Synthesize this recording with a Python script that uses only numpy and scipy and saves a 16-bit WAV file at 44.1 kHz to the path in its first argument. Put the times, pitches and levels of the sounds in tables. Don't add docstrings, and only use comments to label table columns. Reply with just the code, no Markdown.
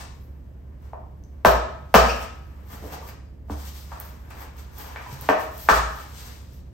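import sys
import numpy as np
from scipy import signal
from scipy.fft import rfft, irfft
from scipy.io import wavfile
from scipy.ndimage import uniform_filter1d

SR = 44100
rng = np.random.default_rng(int(sys.argv[2]) if len(sys.argv) > 2 else 0)


def master_out(mix):
    frames = np.transpose(np.atleast_2d(mix))
    ceiling = np.clip(frames, -1, 1)
    pcm = np.round(ceiling * 32767).astype(np.int16)
    wavfile.write(sys.argv[1], SR, pcm)


N = 296778
TIME = np.arange(N) / SR


def from_db(db):
    return 10 ** (np.asarray(db) / 20)


def unit_rms(x):
    return x / np.sqrt(np.mean(x ** 2) + 1e-20)


def in_time(rows):
    times, *columns = np.transpose(rows)
    return [np.interp(TIME, times, column) for column in columns]


def at_hz(rows, hz, column=1):
    rows = np.array(rows)
    return np.interp(np.log(hz + 0.00087), np.log(rows[:, 0]), rows[:, column])


def colour(x, spectrum):
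    size = x.shape[-1]
    return irfft(rfft(x) * from_db(at_hz(spectrum, np.fft.rfftfreq(size, 1 / SR))), size)


def add(track, s, sound):
    i = round(s * SR)
    track[i:i + len(sound)] += sound[:N - i]


def resonance(x, hz, width_hz):
    r = np.exp(-np.pi * width_hz / SR)
    feedback = [1, -2 * r * np.cos(2 * np.pi * hz / SR), r * r]
    return signal.lfilter(np.array([1, 0, -1]) * (1 - r * r) / 2, feedback, x + 1e-18)


def struck(modes):
    t = TIME[:SR]
    return sum(from_db(db - 60 * t / t60) * np.sin(2 * np.pi * (hz + rng.normal(0, 1)) * t) * (-1) ** k
               for k, (hz, db, t60) in enumerate(modes))


def grains(shape, spread_db):
    sizes = from_db(spread_db * np.minimum(rng.exponential(1, shape), 5))
    return unit_rms(rng.standard_normal(shape) * sizes)


def burst(spectrum, t60, spread_db):
    t = TIME[:SR // 2]
    return unit_rms(colour(grains(len(t), spread_db), spectrum)) * from_db(-60 * t / t60)


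def swell(s, rise_s, fade_s):
    distance = np.maximum((s - TIME) / rise_s, (TIME - s) / fade_s)
    return from_db(-24.5 * np.minimum(distance, 10))


def appliance_hum():
    # (frequency [Hz], rms level [dB])
    tones = [(59, -49.5), (70, -43.5), (120, -73), (132.5, -64.5)]
    # (frequency [Hz], relative level [dB])
    air = [(20, -29.5), (36, 1), (60, 2), (100, 2.5), (180, -6), (300, -13), (600, -21), (1200, -45.5),
           (3000, -50.5), (8000, -58.5), (16000, -62.5)]
    hum = sum(from_db(db) * np.sqrt(2) * np.sin(2 * np.pi * (hz * TIME + rng.random()))
              for hz, db in tones)
    return hum + from_db(-43.5) * unit_rms(colour(rng.standard_normal((2, N)), air))


def kitchen(x, tail_db, build_s):
    # (frequency [Hz], t60 [s])
    decays = [(100, 0.6), (400, 0.59), (1000, 0.61), (2800, 0.64), (7000, 0.52), (12000, 0.18)]
    # (delay [s], gain [ratio])
    echoes = [(.0049, 0.3), (0.011, 0.64), (.0185, .24), (.0505, .2)]
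    t, hz = TIME[:SR], np.fft.rfftfreq(SR, 1 / SR)
    white = rfft(rng.standard_normal((2, SR)))
    log_centres = np.log([centre for centre, _ in decays])
    bands = [irfft(white * np.interp(np.log(hz + 1), log_centres, share), SR)
             for share in np.eye(len(decays))]
    tail = sum(band * from_db(-60 * t / t60) for band, (_, t60) in zip(bands, decays))
    response = from_db(tail_db) * tail * (1 - np.exp(-t / build_s))
    response[:, 0] += 1
    for s, gain in echoes:
        for channel in response:
            add(channel, abs(s + rng.normal(0, .0001)), np.array([gain]))
    return signal.fftconvolve(x, response, axes=1)[:, :N]


def friction(spectrum, gain, spread_db, catch_db):
    catch = uniform_filter1d(rng.standard_normal(N), size=600)
    catch = unit_rms(uniform_filter1d(catch, size=400))
    return gain * from_db(catch_db * catch) * unit_rms(colour(grains((2, N), spread_db), spectrum))


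def handling(grip_rub_db, grip_trickle_db):
    # (peak time [s], rise [s], fade [s], relative sliding level [dB],
    # rubbing re sliding [dB], trickling re sliding [dB])
    strokes = [(0.005, 0.088, 0.087, -46, 2, -10), (0.24, 0.54, .25, -82.5, 7, 14),
               (0.855, 0.11, 0.11, -70, 12, -2), (1.468, 0.014, 0.091, -42, -4, 8),
               (1.97, .02, 0.11, -42, -6, 6), (2.09, 0.17, .12, -45, 6, -4.5),
               (2.23, .2, 0.044, -49, 6.5, 0), (2.729, 0.092, 0.1, -52.5, 7.5, 4),
               (2.87, 0.17, 0.073, -55.5, 8, 3.5), (2.933, 0.046, 0.037, -44.5, 9.5, -1),
               (3.082, .12, 0.054, -52.5, 2.5, 3.5), (3.511, 0.036, 0.095, -53, 5.5, -1),
               (3.6, 0.1, .1, -52.5, -1, 1), (3.669, 0.086, 0.079, -47, -22, 1),
               (3.76, 0.1, 0.27, -53, -21, 2.5), (3.92, 0.062, .25, -56.5, 9, -4),
               (4.04, 0.044, 0.23, -59, 6.5, 6.5), (4.311, 0.031, 0.041, -53, 11, -3),
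               (4.419, 0.14, 0.059, -53, 10.5, 4), (4.589, 0.057, 0.079, -54.5, 6.5, 2),
               (4.791, 0.094, 0.19, -50, 5.5, 3.5), (4.87, .08, 0.31, -58.5, 9.5, -1),
               (5.02, 0.36, 0.45, -61.5, 15.5, -3), (5.13, 0.14, 0.075, -50.5, -1, 1),
               (5.219, 0.064, 0.21, -48.5, 0.5, -1), (5.404, 0.049, 0.096, -46.5, -7, 1.5),
               (5.61, 0.18, 0.22, -49.5, -18, 6), (5.75, .1, 0.1, -35.5, 5, -4.5),
               (6.0, 0.32, 0.22, -53.5, 4.5, 0), (6.17, 0.13, 0.36, -49.5, -8, -2.5),
               (6.27, 0.22, 0.16, -54.5, 4, 1), (6.531, 0.072, 0.11, -63, -7, 3.5)]
    # (time [s], relative level [dB])
    grip = [(0, -82), (1.05, -83.5), (2.6, -73.5), (3.42, -85.5), (3.6, -74), (6.35, -77), (6.72, -85)]
    # (frequency [Hz], relative level [dB])
    rub_spectrum = [(150, -7), (400, -3), (660, -4), (1000, 2), (1450, -5.5), (1800, -6.5), (2300, -10.5),
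                    (3000, -15), (5000, -36.5)]
    slide_spectrum = [(1500, 2), (2800, 3), (4000, 4), (6000, 3.5), (9200, 1), (10500, -23.5), (13000, -17)]
    trickle_spectrum = [(6000, -28.5), (9000, -50.5), (11000, 7), (12300, 16.5), (14000, 12), (16000, 7)]
    grip_db, = in_time(grip)
    power = np.outer(from_db([grip_rub_db, 0, grip_trickle_db]), from_db(grip_db)) ** 2
    for s, rise_s, fade_s, db, rub_db, trickle_db in strokes:
        power += np.outer(from_db([db + rub_db, db, db + trickle_db]), swell(s, rise_s, fade_s)) ** 2
    rub, slide, trickle = np.sqrt(power)
    return (from_db(-3.0) * friction(rub_spectrum, rub, spread_db=6.5, catch_db=2.0)
            + from_db(-1.17) * friction(slide_spectrum, slide, spread_db=6.0, catch_db=0.5)
            + from_db(-1.0) * friction(trickle_spectrum, trickle, spread_db=6.5, catch_db=1.1))


def sugar_scrape(level_db, octave_db):
    # (time [s], relative level [dB])
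    catches = [(2.735, -51), (2.845, -41), (2.933, -44), (3.03, -49)]
    start_hz, octaves_per_s, half_width_hz = 199, 4.7, 130
    first, last = catches[0][0], catches[-1][0]
    hz = start_hz * 2 ** (octaves_per_s * (np.clip(TIME, first, last) - first))
    phase = 2 * np.pi * np.cumsum(hz) / SR
    lowpass = signal.butter(2, half_width_hz, fs=SR, output="sos")
    grind = signal.sosfilt(lowpass, grains((2, N), spread_db=7))
    hollow = grind[0] * np.sin(phase) + from_db(octave_db) * grind[1] * np.sin(2 * phase)
    envelope = sum(from_db(db + level_db) * swell(s, rise_s=0.038, fade_s=0.038) for s, db in catches)
    return unit_rms(hollow) * envelope


def spoon(squeak_db, waver_hz, overtone_db):
    # (time [s], frequency [Hz], relative level [dB])
    squeak = [(2.08, 2450, -60), (2.094, 2570, -26), (2.11, 2780, -31), (2.125, 2950, -44),
              (2.15, 2900, -50), (2.2, 2850, -70)]
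    # (time [s], relative level [dB], frequency [Hz], t60 [s])
    ticks = [(1.238, -51, 6130, .006), (3.09, -59, 4873, 0.23), (4.961, -38.5, 2260, 0.0524),
             (4.984, -43.5, 2340, 0.059), (5.064, -40, 977, 0.11)]
    hz, db = in_time(squeak)
    waver = waver_hz * unit_rms(uniform_filter1d(rng.standard_normal(N), size=30))
    phase = 2 * np.pi * np.cumsum(hz + waver) / SR
    sliding = (TIME > squeak[0][0]) & (TIME < squeak[-1][0])
    out = from_db(db + squeak_db) * (np.sin(phase) + from_db(overtone_db) * np.sin(2 * phase)) * sliding
    for s, tick_db, tick_hz, t60 in ticks:
        add(out, s, struck([(tick_hz, tick_db, t60)]))
    return out


def cardboard_snaps(level_db):
    # (time [s], relative level [dB])
    snaps = [(0.822, -44), (1.4493, -10), (1.459, -9), (1.9412, -2.5), (1.953, -8.5), (2.7177, -34),
             (3.0896, -28.5), (3.6605, -31), (4.0007, -11), (4.305, -28), (4.57, -32), (4.784, -19),
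             (5.211, -18), (5.2895, -18), (5.396, -27), (5.58, -17), (5.6882, -15), (5.758, -20)]
    # (frequency [Hz], relative level [dB])
    spectrum = [(1000, -28), (4000, -21), (8000, -12), (12500, 2.5), (16000, -2)]
    out = np.zeros(N)
    for s, db in snaps:
        add(out, s, from_db(db + level_db) * burst(spectrum, t60=.006, spread_db=1))
    return out


def counter_thuds(swell_cycles, pivot_hz):
    # (time [s], relative level [dB], pitch factor [ratio], bass tilt [dB/octave])
    landings = [(1.456, -25, 1.0, -1.5), (1.946, -20, 1.0, -3.5), (3.499, -36, 1.24, 0),
                (5.292, -36, 1.18, -7), (5.7, -35, 0.96, 3.5)]
    # (frequency [Hz], relative level [dB], t60 [s], delay [s])
    modes = [(58.96, 1.5, 0.62, .018), (170.7, -.5, 0.17, .004), (237, 0, 0.16, 0.002)]
    # (time [s], relative level [dB], frequency [Hz], t60 [s])
    bump = (5.127, -35.5, 134, .4)
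    rings = [(s + delay, db + mode_db + tilt_db * np.log2(pivot_hz / hz), hz * pitch, t60)
             for s, db, pitch, tilt_db in landings for hz, mode_db, t60, delay in modes]
    out = np.zeros(N)
    for s, db, hz, t60 in rings + [bump]:
        onset = 1 - np.exp(-TIME[:SR] * hz / swell_cycles)
        add(out, s, struck([(hz, db, t60)]) * onset)
    return out


def box_knocks(box_db, give_t60, crunch_db, crunch_t60, crush_s):
    # (time [s], relative level [dB], contact centre [Hz], contact bandwidth [Hz],
    # then offsets from that level: give of the filling [dB], sugar crunch [dB], bowl ring [dB])
    blows = [(0.932, -26, 820, 700, -40, -45, -16), (0.982, -44, 785, 700, -40, -42, -19),
             (1.4485, 1.5, 875, 1500, -29.5, -8.5, 1.5), (1.9412, -1.5, 950, 2368, -19.5, 1, 9.5),
             (1.953, -7.5, 1220, 1800, -17.5, -15, -17), (3.088, -33, 1560, 2400, -40, -16, 1),
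             (3.484, -43.5, 903, 800, -26.5, -18.5, -16), (3.497, -23.5, 906, 720, -27.5, -12, -12),
             (3.917, -29.5, 1100, 1000, -18.5, -28, -12), (4.006, -32.5, 1110, 1490, -31, -1, -16),
             (4.306, -36.5, 1380, 1790, -20, -8, 4), (4.960, -21, 1580, 1840, -47, -22, -3),
             (5.065, -41, 1070, 600, -39, -23, -20), (5.2887, -4.5, 660, 1920, -30.5, -15, -3),
             (5.6873, 6.5, 1294, 780, -32, -11.5, -6)]
    # (frequency [Hz], bandwidth [Hz], gain [dB])
    wall_modes = [(257.4, 123, 10.5), (426, 112, 13), (642, 106, 12), (950, 276, 6), (1130, 320, 3.5),
                  (1830, 260, -3.5), (2358, 290, -3), (2730, 790, -7), (3870, 2370, -12.5)]
    # (frequency [Hz], relative level [dB], t60 [s])
    bowl_modes = [(409, -30, .35), (585, -31, .35), (643, -31, .55), (674, -31, .36), (854, -29, .38),
                  (1040, -32, .38), (1105, -35, .35), (1136, -35, .62), (1210, -32, .42), (1279, -30, .77),
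                  (1364, -35.5, .45), (1421, -37, .72), (1563, -34, .62), (1633, -38, .45), (2498, -45, .4),
                  (2696, -41, .42), (2973, -43, .42), (5173, -55, .45), (5750, -53, .45)]
    # (frequency [Hz], relative level [dB])
    crunch_spectrum = [(800, 15.5), (1500, -35.5), (2800, 6.5), (3800, 6), (5800, 4.5), (8000, 0),
                       (10000, -11), (12000, -1), (16000, -2)]
    box, bowl, t = np.zeros(N), np.zeros(N), TIME[:SR // 2]
    for s, db, centre_hz, band_hz, give_db, sugar_db, ring_db in blows:
        force = (t == 0) + from_db(give_db - 60 * t / give_t60) * rng.standard_normal(len(t))
        force = resonance(resonance(force, centre_hz, band_hz), centre_hz, band_hz)
        walls = sum((-1) ** k * from_db(level) * resonance(force, hz, width)
                    for k, (hz, width, level) in enumerate(wall_modes))
        add(box, s, from_db(db + box_db) * walls)
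        crunch = burst(crunch_spectrum, crunch_t60, spread_db=4.5) * (1 - np.exp(-t / crush_s))
        add(box, s, from_db(db + sugar_db + crunch_db) * crunch)
        add(bowl, s, from_db(db + ring_db) * struck(bowl_modes))
    return box, bowl


def scene():
    box, bowl = box_knocks(box_db=27.5, give_t60=0.068, crunch_db=-10, crunch_t60=0.1, crush_s=0.0095)
    counter = counter_thuds(swell_cycles=0.13, pivot_hz=171)
    creases = cardboard_snaps(level_db=-14)
    metal = spoon(squeak_db=-4.5, waver_hz=172, overtone_db=-7)
    scrape = sugar_scrape(level_db=4.0, octave_db=-3.5)
    rubbing = handling(grip_rub_db=13.5, grip_trickle_db=3)
    sources = box + creases + metal + scrape + rubbing + from_db(-1.5) * counter
    room = kitchen(sources, tail_db=-28.5, build_s=0.00057)
    direct = from_db(1.5) * bowl + counter + from_db(-6.5) * creases + from_db(-5) * metal
    return room + direct + appliance_hum()


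def record(dry):
    # (frequency [Hz], side gain [dB], left over right [dB])
    image = [(60, -13.5, -2), (130, -12.5, -1.5), (300, -6.5, -0.5), (700, 0.5, 1), (2400, -2, 1),
             (4350, 0, 5), (6100, -4, 9), (8000, 2, -1), (8600, 6.5, 2), (9450, -25.5, 1), (12000, -9, 1),
             (15000, -3.5, -1.5)]
    hz, cutoff_hz = np.fft.rfftfreq(N, 1 / SR), 15900
    side_db, left_db = at_hz(image, hz, column=1), at_hz(image, hz, column=2)
    mid = rfft(dry[0] + dry[1]) / 2
    side = rfft(dry[0] - dry[1]) / 2 * from_db(side_db)
    left = irfft((mid + side) * from_db(left_db / 2), N)
    right = irfft((mid - side) * from_db(-left_db / 2), N)
    right -= 2 * resonance(right, hz=10000, width_hz=1500)
    rounded = 1.168 * np.tanh(np.array([left, right]) / 1.053)
    return signal.sosfilt(signal.ellip(10, .2, 70, cutoff_hz, fs=SR, output="sos"), rounded)


dry = scene()
out = record(dry)
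master_out(out)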